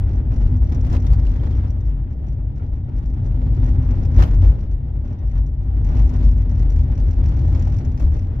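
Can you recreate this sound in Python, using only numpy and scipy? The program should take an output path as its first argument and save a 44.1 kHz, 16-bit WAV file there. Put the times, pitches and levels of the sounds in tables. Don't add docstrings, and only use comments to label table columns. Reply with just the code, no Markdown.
import sys
import numpy as np
from scipy import signal
from scipy.fft import irfft
from scipy.io import wavfile
from scipy.ndimage import uniform_filter1d

SR = 44100
rng = np.random.default_rng(int(sys.argv[2]) if len(sys.argv) > 2 else 0)


def volts(x):
    e = np.asarray(x, float) / 20
    return 10 ** e


def log_audio(samples):
    frames = np.atleast_2d(samples).T
    limited = np.clip(frames, -1, 1)
    pcm = np.round(limited * 32767).astype(np.int16)
    wavfile.write(sys.argv[1], SR, pcm)


N = 370440

LAG_S = 17 / 44100
# pitch_hz, left_over_right_db
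PORT_LEAN = [(50, 2), (130, 1), (300, -1), (700, 3), (1300, 0.4), (2400, 1.7), (4400, -2), (9000, 3)]


def evened(x):
    return x / np.sqrt(np.mean(x ** 2) + 1e-20)


def smoothed(x, size):
    return uniform_filter1d(uniform_filter1d(x, size), size)


def read(points, hz):
    f, value = np.transpose(points)
    return np.interp(np.log(hz + 1), np.log(f + 1), value)


def colour(points):
    return lambda hz: volts(read(points, hz))


def peak(centre_hz, width_hz):
    return lambda hz: 1 / (1 + (2 * (hz - centre_hz) / width_hz) ** 2)


def add(mix, s, sound):
    part = mix[:, round(s * SR):][:, :sound.shape[1]]
    part += sound[:, :part.shape[1]]


def pair(gain, size, lag_s=0., likeness=0.92):
    # pitch_hz, likeness (0 to 1)
    port_likeness = [(40, 1), (130, 0.93), (290, 0.95), (640, 0.67), (1400, 0.43), (5000, 0.13),
                     (12000, 0.17)]
    hz = np.fft.rfftfreq(size, 1 / SR)
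    a, b, c, d = rng.standard_normal((len(hz), 4)).T
    same = np.clip(likeness * read(port_likeness, hz), 0, 1)
    lean = volts(read(PORT_LEAN, hz) / 2)
    right = a + 1j * b
    late_copy = right * np.exp(-2j * np.pi * hz * lag_s)
    left = same * late_copy + np.sqrt(1 - same ** 2) * (c + 1j * d)
    return evened(irfft(np.array([left * lean, right / lean]) * gain(hz), size))


def steadied(x, share, seconds):
    power = smoothed((x ** 2).mean(0), int(seconds * SR))
    return evened(x / (abs(power) + 0.018) ** (np.clip(share, 0, 1) / 2))


def flicker(db, seconds):
    return volts(db * evened(smoothed(rng.standard_normal(N), int(seconds * SR))))


def wandering(centre_hz, drift_hz, width_hz, share, seconds):
    drift = drift_hz * evened(smoothed(rng.standard_normal(N), 4000))
    hz = centre_hz + drift
    band = steadied(pair(peak(hz.mean(), width_hz), N, likeness=1.05), share, seconds)
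    return (signal.hilbert(band) * np.exp(2j * np.pi * np.cumsum(hz - hz.mean()) / SR)).real


def bumps(rows, height):
    t = np.arange(0, N + 64, 64) / SR
    total = sum(height(db) * np.exp(-(2 * (t - s) / length_s) ** 2) for s, db, length_s in rows)
    return np.interp(np.arange(N) / SR, t, total)


def shake():
    # time_s, shake_db
    surface = [(0.0, -26.5), (0.23, -28), (0.93, -27), (1.24, -30.5), (1.61, -31.5), (2.03, -32.5),
               (3.02, -32.5), (3.25, -28.5), (4.0, -26), (4.26, -26.5), (4.72, -32), (5.4, -32.5),
               (5.71, -31), (5.85, -28), (6.32, -29), (6.46, -28.5), (6.97, -28), (8.4, -29.5)]
    # time_s, extra_shake_db,
    # length_s
    heaves = [(0.105, -1, 0.029), (0.438, 4.5, 0.095), (0.932, 8, 0.091), (1.131, 3, 0.053),
              (1.558, 8, 0.36), (3.659, 2.5, 0.15), (4.208, 13.5, 0.098), (4.3, 3, 0.077), (4.46, 7, 0.2),
              (6.14, 3, 0.083), (.35, 3.5, 0.06), (.73, 4.5, 0.051), (4.26, -2, .05), (4.5, 2, .05),
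              (3.0, 4.5, 0.11), (6.7, 2.5, 0.094), (1.4, 2.5, 0.14), (1.19, 5.5, 0.16), (1.04, 2, .09),
              (.25, -2.5, .1), (.61, -2.5, .1), (4.385, -3.5, .04), (.955, 2.5, .03), (5.55, -2.5, .15),
              (1.3, 3, 0.1), (6.58, 2, 0.11), (7.0, 1.5, .15), (8.27, -0.5, .1), (5.09, 3, 0.092),
              (5.377, 6, 0.06), (5.966, 4, 0.23), (6.231, 7, 0.1), (7.256, 3, 0.14), (7.6, 5, 0.56),
              (8.03, 4.5, 0.063), (8.157, 6.5, 0.045)]
    calm_db = -34
    s, surface_db = np.transpose(surface)
    return np.interp(np.arange(N) / SR, s, surface_db) - calm_db, bumps(heaves, float)


def grown(calm_db, slope, shake_db):
    return volts(calm_db + slope * shake_db)


def cabin_boom():
    # time_s, level_db, length_s
    boom_swells = [(.13, -17.5, 0.047), (.36, -14, 0.12), (.48, -11, 0.081), (.62, -11.5, 0.059),
                   (.97, -12.5, 0.1), (1.12, -8.5, 0.035), (1.24, -12.5, 0.2), (1.6, -15, 0.18),
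                   (1.76, -21, 0.071), (1.91, -16.5, 0.2), (2.31, -19, 0.072), (2.73, -13, 0.042),
                   (2.97, -20, 0.045), (3.09, -19, 0.086), (3.28, -22, 0.064), (3.66, -14.5, 0.33),
                   (3.88, -18.5, 0.06), (4.19, -9, 0.052), (4.36, -12.5, 0.091), (4.49, -10, 0.11),
                   (4.73, -16.5, 0.13), (5.26, -17, 0.085), (5.4, -13.5, 0.12), (5.8, -17.5, 0.36),
                   (6.01, -10, 0.086), (6.29, -10, 0.2), (6.68, -14.5, 0.35), (7.1, -15, 0.32),
                   (7.69, -15, 0.17), (8.05, -8, 0.022)]
    road_db, _ = shake()
    note = wandering(50.16, drift_hz=1.6, width_hz=3.8, share=0.67, seconds=0.037)
    between_swells = grown(-30, 0.3, road_db)
    return np.hypot(between_swells, bumps(boom_swells, volts)) * note


def floor_drum():
    # pitch_hz, density_db (per Hz)
    drum_colour = [(15, -12), (30, -14), (40, 0.5), (64, -1), (74, -0.5), (82, -6), (89, 2), (103, -6),
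                   (113, -10.5), (123, -4.5), (137, -10), (150, -16), (170, -26.5), (400, -130)]
    road_db, heave_db = shake()
    drum = steadied(pair(colour(drum_colour), N, likeness=1.032), share=0.67, seconds=0.059)
    return grown(-24.5, 1, road_db + 0.36 * heave_db) * drum


def tyre_hum():
    # time_s, level_db, length_s
    tyre_swells = [(0.13, -36, 0.098), (0.55, -30.5, 0.093), (0.91, -35.5, 0.54), (1.42, -38, 0.42),
                   (1.84, -43, 0.075), (2.1, -38, 0.13), (2.64, -42, 0.11), (2.9, -40, 0.14),
                   (3.35, -36.5, 0.12), (3.81, -33.5, 1.1), (4.18, -36.5, 0.093), (4.94, -37.5, 0.14),
                   (5.3, -40, 0.13), (6.0, -35, 0.24), (6.4, -37, 0.55), (6.86, -35, 0.099),
                   (7.16, -36, 0.26), (7.51, -37, 0.084), (7.97, -36.5, 0.11)]
    note = wandering(249.7, drift_hz=1.5, width_hz=5.0, share=0.73, seconds=0.05)
    return volts(-3.0) * bumps(tyre_swells, volts) * note


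def floor_thuds():
    # time_s, level_db, pitch_hz
    thud_events = [(0.458, -17.5, 90.3), (0.522, -25, 131.2), (0.541, -20, 101.6), (0.579, -16, 82.2),
                   (0.83, -25, 92.5), (0.941, -30, 104.3), (1.18, -16, 94.4), (1.63, -27, 92.5),
                   (3.45, -27, 100.3), (3.588, -22.5, 87.2), (3.8, -23, 120.7), (3.802, -20, 83),
                   (3.88, -24, 122.6), (4.02, -25, 94.6), (4.17, -12.5, 82.2), (4.27, -29, 87.6),
                   (4.43, -14, 89.1), (4.978, -22, 84.6), (6.06, -17, 72.5), (6.23, -23, 78.7),
                   (6.33, -16, 77.7), (6.41, -18.5, 90), (6.572, -21.5, 74.2), (6.81, -13, 77),
                   (6.98, -21, 94.8), (7.098, -13.5, 83.2), (7.25, -17, 73), (7.358, -14.5, 66.5),
                   (7.45, -13.5, 78.5), (7.541, -16.5, 78), (7.66, -20, 86.7), (7.75, -24.5, 102.7),
                   (7.901, -18.5, 77.2), (8.1, -12.5, 74)]
    length_s = 0.08
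    out, t = np.zeros((2, N)), np.arange(-4096, 4096) / SR
    for (s, db, hz), phase in zip(thud_events, rng.random(len(thud_events))):
        wave = np.exp(-(2 * t / length_s) ** 2) * np.sin(2 * np.pi * (hz * t + phase))
        port_db = np.array([[0.5], [-0.5]]) * read(PORT_LEAN, hz)
        add(out, s + t[0], volts(db + 2.5 + port_db) * wave)
    return out


def body_roar(grain):
    # pitch_hz, density_db (per Hz)
    roar_colour = [(85, -22), (145, -5), (182, -5.5), (254, -6.5), (281, -8.5), (344, -14.5), (378, -18),
                   (549, -23.5), (608, -26), (667, -29), (790, -25.5), (1100, -44.5), (1430, -67),
                   (2420, -120)]
    # pitch_hz, width_hz, level_db (over the roar)
    hums = [
        (250.6, 13, -13),
        (341, 16, -20),
        (608, 56, -22.5),
        (800, 290, -30),
    ]
    road_db, heave_db = shake()
    roar = steadied(pair(colour(roar_colour), N), share=0.6, seconds=0.053)
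    for hz, width_hz, db in hums:
        roar = roar + volts(db) * steadied(pair(peak(hz, width_hz), N), share=0.39, seconds=0.11)
    return grown(-40.5, 1.044, road_db + 0.61 * heave_db) * evened(roar) * grain ** 0.62


def panel_buzz(grain):
    # pitch_hz, density_db (per Hz)
    buzz_colour = [(530, -13.5), (900, -1), (1300, -4.5), (1740, -9.5), (1890, -9), (2400, -16.5),
                   (3300, -19), (4200, -35), (8000, -80.5)]
    fizz_colour = [(2000, -44.5), (3500, 4.5), (4260, 1), (5740, -0.5), (7400, -8.5), (8200, -18.5),
                   (11800, -16), (15700, -19.5)]
    # pitch_hz, width_hz, level_db (on a smooth stretch)
    trim_notes = [
        (1900, 120, -79.5),
        (3710, 250, -84),
    ]
    road_db, heave_db = shake()
    buzz = grown(-60.5, 1.136, road_db + 0.92 * heave_db) * pair(colour(buzz_colour), N, LAG_S)
    fizz = grown(-80.5, 1.68, road_db + 0.9 * heave_db) * pair(colour(fizz_colour), N, LAG_S)
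    rattle = (buzz * flicker(1.2, 0.05) + fizz * flicker(1.1, 0.025)) * grain
    notes = np.zeros((2, N))
    for hz, width_hz, db in trim_notes:
        notes += grown(db, 0.7, road_db) * pair(peak(hz, width_hz), N, LAG_S)
    return rattle + notes * flicker(3.5, 0.04)


def dashboard_knocks():
    # time_s, peak_db, treble_db
    knock_events = [(0.867, -35, -19), (0.931, -41, -36), (0.938, -27.5, -40), (0.946, -33, -25),
                    (0.959, -33, -35), (1.046, -39, -19.5), (1.067, -36.5, -19.5), (1.101, -34.5, -26.5),
                    (1.131, -32, -30.5), (1.273, -37, -41.5), (3.027, -42, -43.5), (3.654, -36.5, -34.5),
                    (3.69, -48, -32.5), (4.184, -29, -40), (4.206, -29.5, -24), (4.221, -19, -27.5),
                    (4.235, -33, -25), (4.259, -38.5, -15.5), (4.275, -38.5, -16.5), (4.34, -40.5, -23),
                    (4.635, -43, -31), (6.382, -46, -34.5), (4.419, -37, -32), (4.446, -32, -35),
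                    (5.335, -47.5, -36), (5.967, -30.5, -29), (5.992, -32, -25), (7.553, -36, -30.5),
                    (7.621, -41.5, -28), (7.672, -35.5, -41.5), (8, -32, -25)]
    # pitch_hz, level_db
    dash_colour = [(250, -12), (500, 13.5), (1000, 6.5), (2000, -6.5), (2800, -8), (4500, -16.5),
                   (6200, -17.5), (8000, -30)]
    treble_colour = [(6000, -38.5), (8000, -5.5), (10000, -8.5), (13000, -2.5), (15500, -3.5)]
    ring_t60_s, top_t60_s, rise_s = 0.14, 0.15, 0.0006
    out, t = np.zeros((2, N)), np.arange(4096) / SR
    for s, db, treble_db in knock_events:
        thud = pair(colour(dash_colour), len(t), LAG_S)
        top = pair(colour(treble_colour), len(t), LAG_S, likeness=1.3)
        top = top * volts(treble_db + 1.5 - 60 * t / top_t60_s)
        fall = volts(db - 5.5 - 60 * t / ring_t60_s)
        add(out, s, fall * (thud + top) * (1 - np.exp(-t / rise_s)))
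    return out


def plastic_snaps():
    # time_s, peak_db, pitch_hz, t60_s
    snap_events = [(0.9257, -43, 5370, 0.014), (0.9365, -20.5, 897, 0.014), (0.9664, -30, 2620, 0.0064),
                   (1.0661, -35, 3380, 0.0063), (1.133, -40.5, 4500, .012), (1.268, -36, 2820, 0.008),
                   (1.398, -47.5, 3200, .03), (1.459, -47.5, 3270, .03), (1.528, -47, 3260, 0.038),
                   (2.597, -42.5, 1360, 0.079), (3.417, -41, 1244, .03), (3.566, -51.5, 4370, .02),
                   (4.2234, -29.5, 2700, 0.023), (4.238, -30.5, 3010, 0.013), (5.0564, -51, 1120, .02),
                   (6.876, -54.5, 1110, .02), (7.54, -30.5, 560, .05), (7.671, -27.5, 782, 0.026),
                   (7.74, -36, 607, 0.069), (7.977, -41.5, 905, .02), (8.03, -36, 604, .06),
                   (5.336, -46, 900, .02), (1.101, -41.5, 900, .02)]
    second_mode = 1.62
    port_gain = volts(np.array([[-2.5], [1.5]]))
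    out, t = np.zeros((2, N)), np.arange(2048) / SR
    t = np.maximum(t - np.array([[LAG_S], [0]]), 0)
    for s, db, hz, t60_s in snap_events:
        wave = np.sin(2 * np.pi * hz * t) + 0.15 * np.sin(2 * np.pi * second_mode * hz * t)
        crack = pair(lambda f: peak(1.5 * hz, 2.5 * hz)(f) ** 2, 2048, LAG_S, likeness=1.4)
        crack = crack * volts(-9.5 - 60 * t / 0.018) * (t > 0)
        add(out, s, volts(db - 1.5) * (volts(-60 * t / t60_s) * wave + crack) * port_gain)
    return out


def clip_chatter():
    # time_s, peak_db, dull_body_db
    tick_events = [(0.0433, -67.5, 4.5), (0.0892, -59.5, 1), (0.1101, -62, 5.5), (0.1316, -60.5, 3),
                   (0.1553, -59.5, -3), (0.3187, -59.5, -2.5), (0.3374, -57.5, 2.5), (0.3612, -54.5, -1),
                   (0.402, -65, 4), (0.4179, -62, 6), (0.4674, -61, 9), (0.5666, -56, -4.5),
                   (0.627, -62, -1), (0.6456, -61.5, 0.5), (0.6712, -60.5, 1), (0.6951, -58, 5),
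                   (0.721, -52, 5), (0.7461, -50, -4), (0.809, -53, -2.5), (0.847, -56, 8.5),
                   (0.8655, -55, 2.5), (0.898, -52.5, -0.5), (0.9267, -49, 1.5), (0.9486, -54, 11.5),
                   (0.9998, -53, -4.5), (1.022, -56.5, 2.5), (1.067, -51.5, 2), (1.1334, -54, -1),
                   (1.1932, -56.5, 1), (1.2276, -65, 8), (1.2501, -60, 11), (1.294, -59.5, 1.5),
                   (1.3139, -56.5, -1.5), (1.3358, -60, 10.5), (1.3588, -58.5, 5.5), (1.4099, -65, 9.5),
                   (1.464, -62, 10), (1.508, -61.5, 11), (1.5505, -60, 2), (1.5686, -59, 5.5),
                   (1.6786, -60.5, -3), (1.702, -54.5, -3), (1.8053, -60.5, -3), (1.8506, -66, 2),
                   (1.8682, -62, -2.5), (1.8916, -64, 0.5),
                   (2.103, -71.5, 2.5), (2.1279, -68, 4.5), (2.2658, -64, -2.5), (2.2821, -59.5, -0.5),
                (2.325, -65, -1), (2.5579, -65, 0.5), (2.578, -64, 2), (2.6391, -70, 6.5),
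                (2.6626, -70.5, 13.5), (2.7325, -69.5, 8.5), (2.759, -69, 3.5), (2.843, -74.5, 7.5),
                (2.89, -71, 11), (2.961, -64.5, -4), (2.9807, -59, -0.5), (3.0566, -60, -1),
                (3.0982, -65, 4.5), (3.1373, -64.5, 3.5), (3.2432, -66.5, 3), (3.26, -56.5, -2),
                (3.418, -71.5, 12.5), (3.4556, -70, 14.5), (3.5467, -61, 6), (3.5662, -67, 10),
                (3.5958, -66.5, 12.5), (3.6396, -55.5, 2.5), (3.6613, -57.5, 1.5), (3.6867, -56.5, 5),
                (3.7898, -67.5, 8), (3.8234, -61.5, 7), (3.847, -63.5, 9), (3.8786, -68, 14.5),
                (3.907, -54, 3.5), (3.9532, -63, 10), (3.9807, -65, 6), (3.9992, -63, 2),
                (4.0311, -55, -4.5), (4.0501, -53.5, 0), (4.1154, -63, 6.5), (4.1414, -57, 4.5),
                (4.1618, -53, 5), (4.1807, -52, 11), (4.2233, -45, 11.5), (4.308, -57, 7),
                (4.3408, -56.5, 2.5), (4.417, -57.5, 7.5), (4.441, -55, 3.5), (4.47, -62, 9),
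                   (4.5896, -65, 6.5), (4.6063, -59.5, 1), (4.629, -65, 5), (4.7131, -62, 6),
                   (5.0495, -63.5, 1), (5.0768, -63.5, 3.5), (5.104, -67, 3.5), (5.1255, -62, 1.5),
                   (5.186, -64.5, 4), (5.2716, -65, 4.5), (5.2957, -68, 9.5), (5.3125, -61, 3),
                   (5.3506, -67.5, 11.5), (5.3772, -62, 8.5), (5.4626, -59, -4.5), (5.541, -73, 5.5),
                   (5.5879, -72, 8), (5.63, -69, 8), (5.766, -66, 6.5), (5.8448, -54.5, 1),
                   (5.8693, -57, 5), (5.8882, -56, 1.5), (5.9131, -60.5, 3.5), (5.9311, -63, 4.5),
                   (5.951, -57.5, 6.5), (5.9675, -54.5, 5), (5.9903, -52.5, 1.5), (6.0185, -55.5, 0.5),
                   (6.0494, -60.5, 6.5), (6.0743, -57, -2), (6.092, -51.5, 2.5), (6.1362, -54, 0.5),
                   (6.1614, -55.5, 5.5), (6.1863, -63, 9), (6.2272, -57, 5.5), (6.2454, -51.5, -5.5),
                   (6.285, -58.5, 9), (6.3113, -56, -2), (6.3382, -65, 6), (6.3764, -56.5, -4),
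                   (6.403, -61.5, -2), (6.418, -59.5, 7), (6.4933, -57.5, 1), (6.5107, -55.5, -5.5),
                   (6.5517, -58, 0.5), (6.5754, -56, 1), (6.595, -55.5, 0), (6.624, -59, 7.5),
                   (6.7, -51, 0), (6.7198, -55.5, 3), (6.76, -58.5, 7.5), (6.7882, -57, 5),
                  (6.8083, -58.5, 4), (6.8326, -59, 2.5), (6.8783, -68, 12.5), (6.9133, -61.5, 5.5),
                  (6.9514, -58, 1.5), (6.9749, -54.5, 2.5), (6.999, -57.5, 5), (7.0408, -66.5, 11.5),
                  (7.0635, -64, 9), (7.0824, -58, 2.5), (7.108, -52.5, 0.5), (7.13, -57, 3),
                  (7.1621, -65, 8.5), (7.1853, -60.5, 2), (7.234, -56.5, 2), (7.257, -51.5, 2.5),
                  (7.2859, -51.5, -1.5), (7.3198, -65.5, 7.5), (7.3385, -59.5, 3.5), (7.3667, -56.5, 2),
                  (7.3896, -55.5, 8.5), (7.4145, -59.5, 4), (7.4513, -59.5, 2), (7.476, -56, 4.5),
                  (7.5004, -60, 2.5), (7.525, -56, -0.5), (7.5473, -53, 3.5), (7.5733, -57.5, -3),
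                  (7.5942, -51, -1.5), (7.6226, -49.5, -2.5), (7.6492, -55, 0.5), (7.672, -53.5, 3),
                  (7.6971, -58, 3), (7.7214, -55.5, 4), (7.7404, -54.5, 2.5), (7.7643, -54, -2),
                  (7.7848, -49, -4), (7.8105, -62, 7), (7.8481, -51.5, -2.5), (7.9164, -58.5, 2.5),
                  (7.9744, -53.5, 1.5), (7.9962, -51.5, 0.5), (8.0207, -56.5, 6), (8.1075, -66.5, 1.5),
                  (8.1196, -61.5, 2), (8.1399, -55, -0.5), (8.1652, -59, 7), (8.1912, -56, 3),
                  (8.2218, -63, 6.5), (8.2439, -65.5, 8), (8.2692, -68, 13), (8.3571, -70.5, 18)]
    clip_modes = [(4500, 220, -9.5), (5200, 160, -3), (5720, 81, 5), (6020, 120, -3.5), (6150, 260, -10),
                  (6770, 1100, -6.5), (9200, 300, -17), (11000, 500, -18), (11700, 400, -15),
                  (13500, 2000, -25)]
    # pitch_hz, level_db
    burst_colour = [(600, -29), (1200, -1), (2000, 1.5), (3200, -7.5), (4500, -7), (7500, -21), (9000, -31),
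                    (15500, -30)]
    mode_spread_db, note_spread_hz = 2.5, 150
    core_low_hz, core_high_hz, hard_db, opening = 5000, 6200, -50, 0.56
    outer = np.array([not core_low_hz < mode[0] < core_high_hz for mode in clip_modes])

    out, t = np.zeros((2, N)), np.arange(3072) / SR
    late = t - np.array([[LAG_S], [0]])
    rise = 1 - np.exp(-t / 0.00052)
    ring_fall = volts(-60 * t / 0.05)
    note_shape = volts(1.5 - 60 * t / 0.05) * (1 - np.exp(-t / 0.003))
    for s, db, body_db in tick_events:
        lifts_db = mode_spread_db * rng.standard_normal(len(clip_modes))
        lifts_db = lifts_db + outer * opening * min(db - hard_db, 0)

        def modes(hz):
            return sum(volts(mode_db + lift_db) * peak(mode_hz, width_hz)(hz)
                       for (mode_hz, width_hz, mode_db), lift_db in zip(clip_modes, lifts_db))

        ring = evened(pair(modes, len(t), LAG_S, likeness=1.3) * ring_fall)
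        turns = 2 * np.pi * (5700 + note_spread_hz * rng.standard_normal()) * late
        note = np.sin(turns)
        note = note + volts(lifts_db[1] - 5.0) * np.sin(0.935 * turns)
        note = note + volts(lifts_db[3] - 5.0) * np.sin(1.065 * turns)
        burst_fall = volts(3.0 + 0.69 * body_db - 60 * t / 0.064)
        burst = pair(colour(burst_colour), len(t), LAG_S) * burst_fall
        add(out, s, volts(db) * (note * note_shape + volts(-14.0) * ring + burst) * rise)
    return out


def scene():
    grain = flicker(1.9, 0.012)
    low = cabin_boom() + floor_drum() + tyre_hum() + floor_thuds()
    shell = body_roar(grain) + panel_buzz(grain)
    return low + shell + dashboard_knocks() + plastic_snaps() + clip_chatter()


def top_cut(x):
    return signal.sosfilt(signal.butter(12, 15820, fs=SR, output="sos"), x)


def record(dry):
    # pitch_hz, density_db (per Hz)
    hiss_colour = [(2000, -30.5), (4000, 2), (7500, -6), (8300, -13), (15700, -10.5)]
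    knee, room = 0.6, 0.42
    wet = dry + volts(-87.5) * pair(colour(hiss_colour), N, likeness=0.23)
    over = np.maximum(abs(wet) - knee, 0)
    wet = wet - np.sign(wet) * (over - room * np.tanh(over / room))
    return top_cut(wet)


dry = scene()
out = record(dry)
log_audio(out)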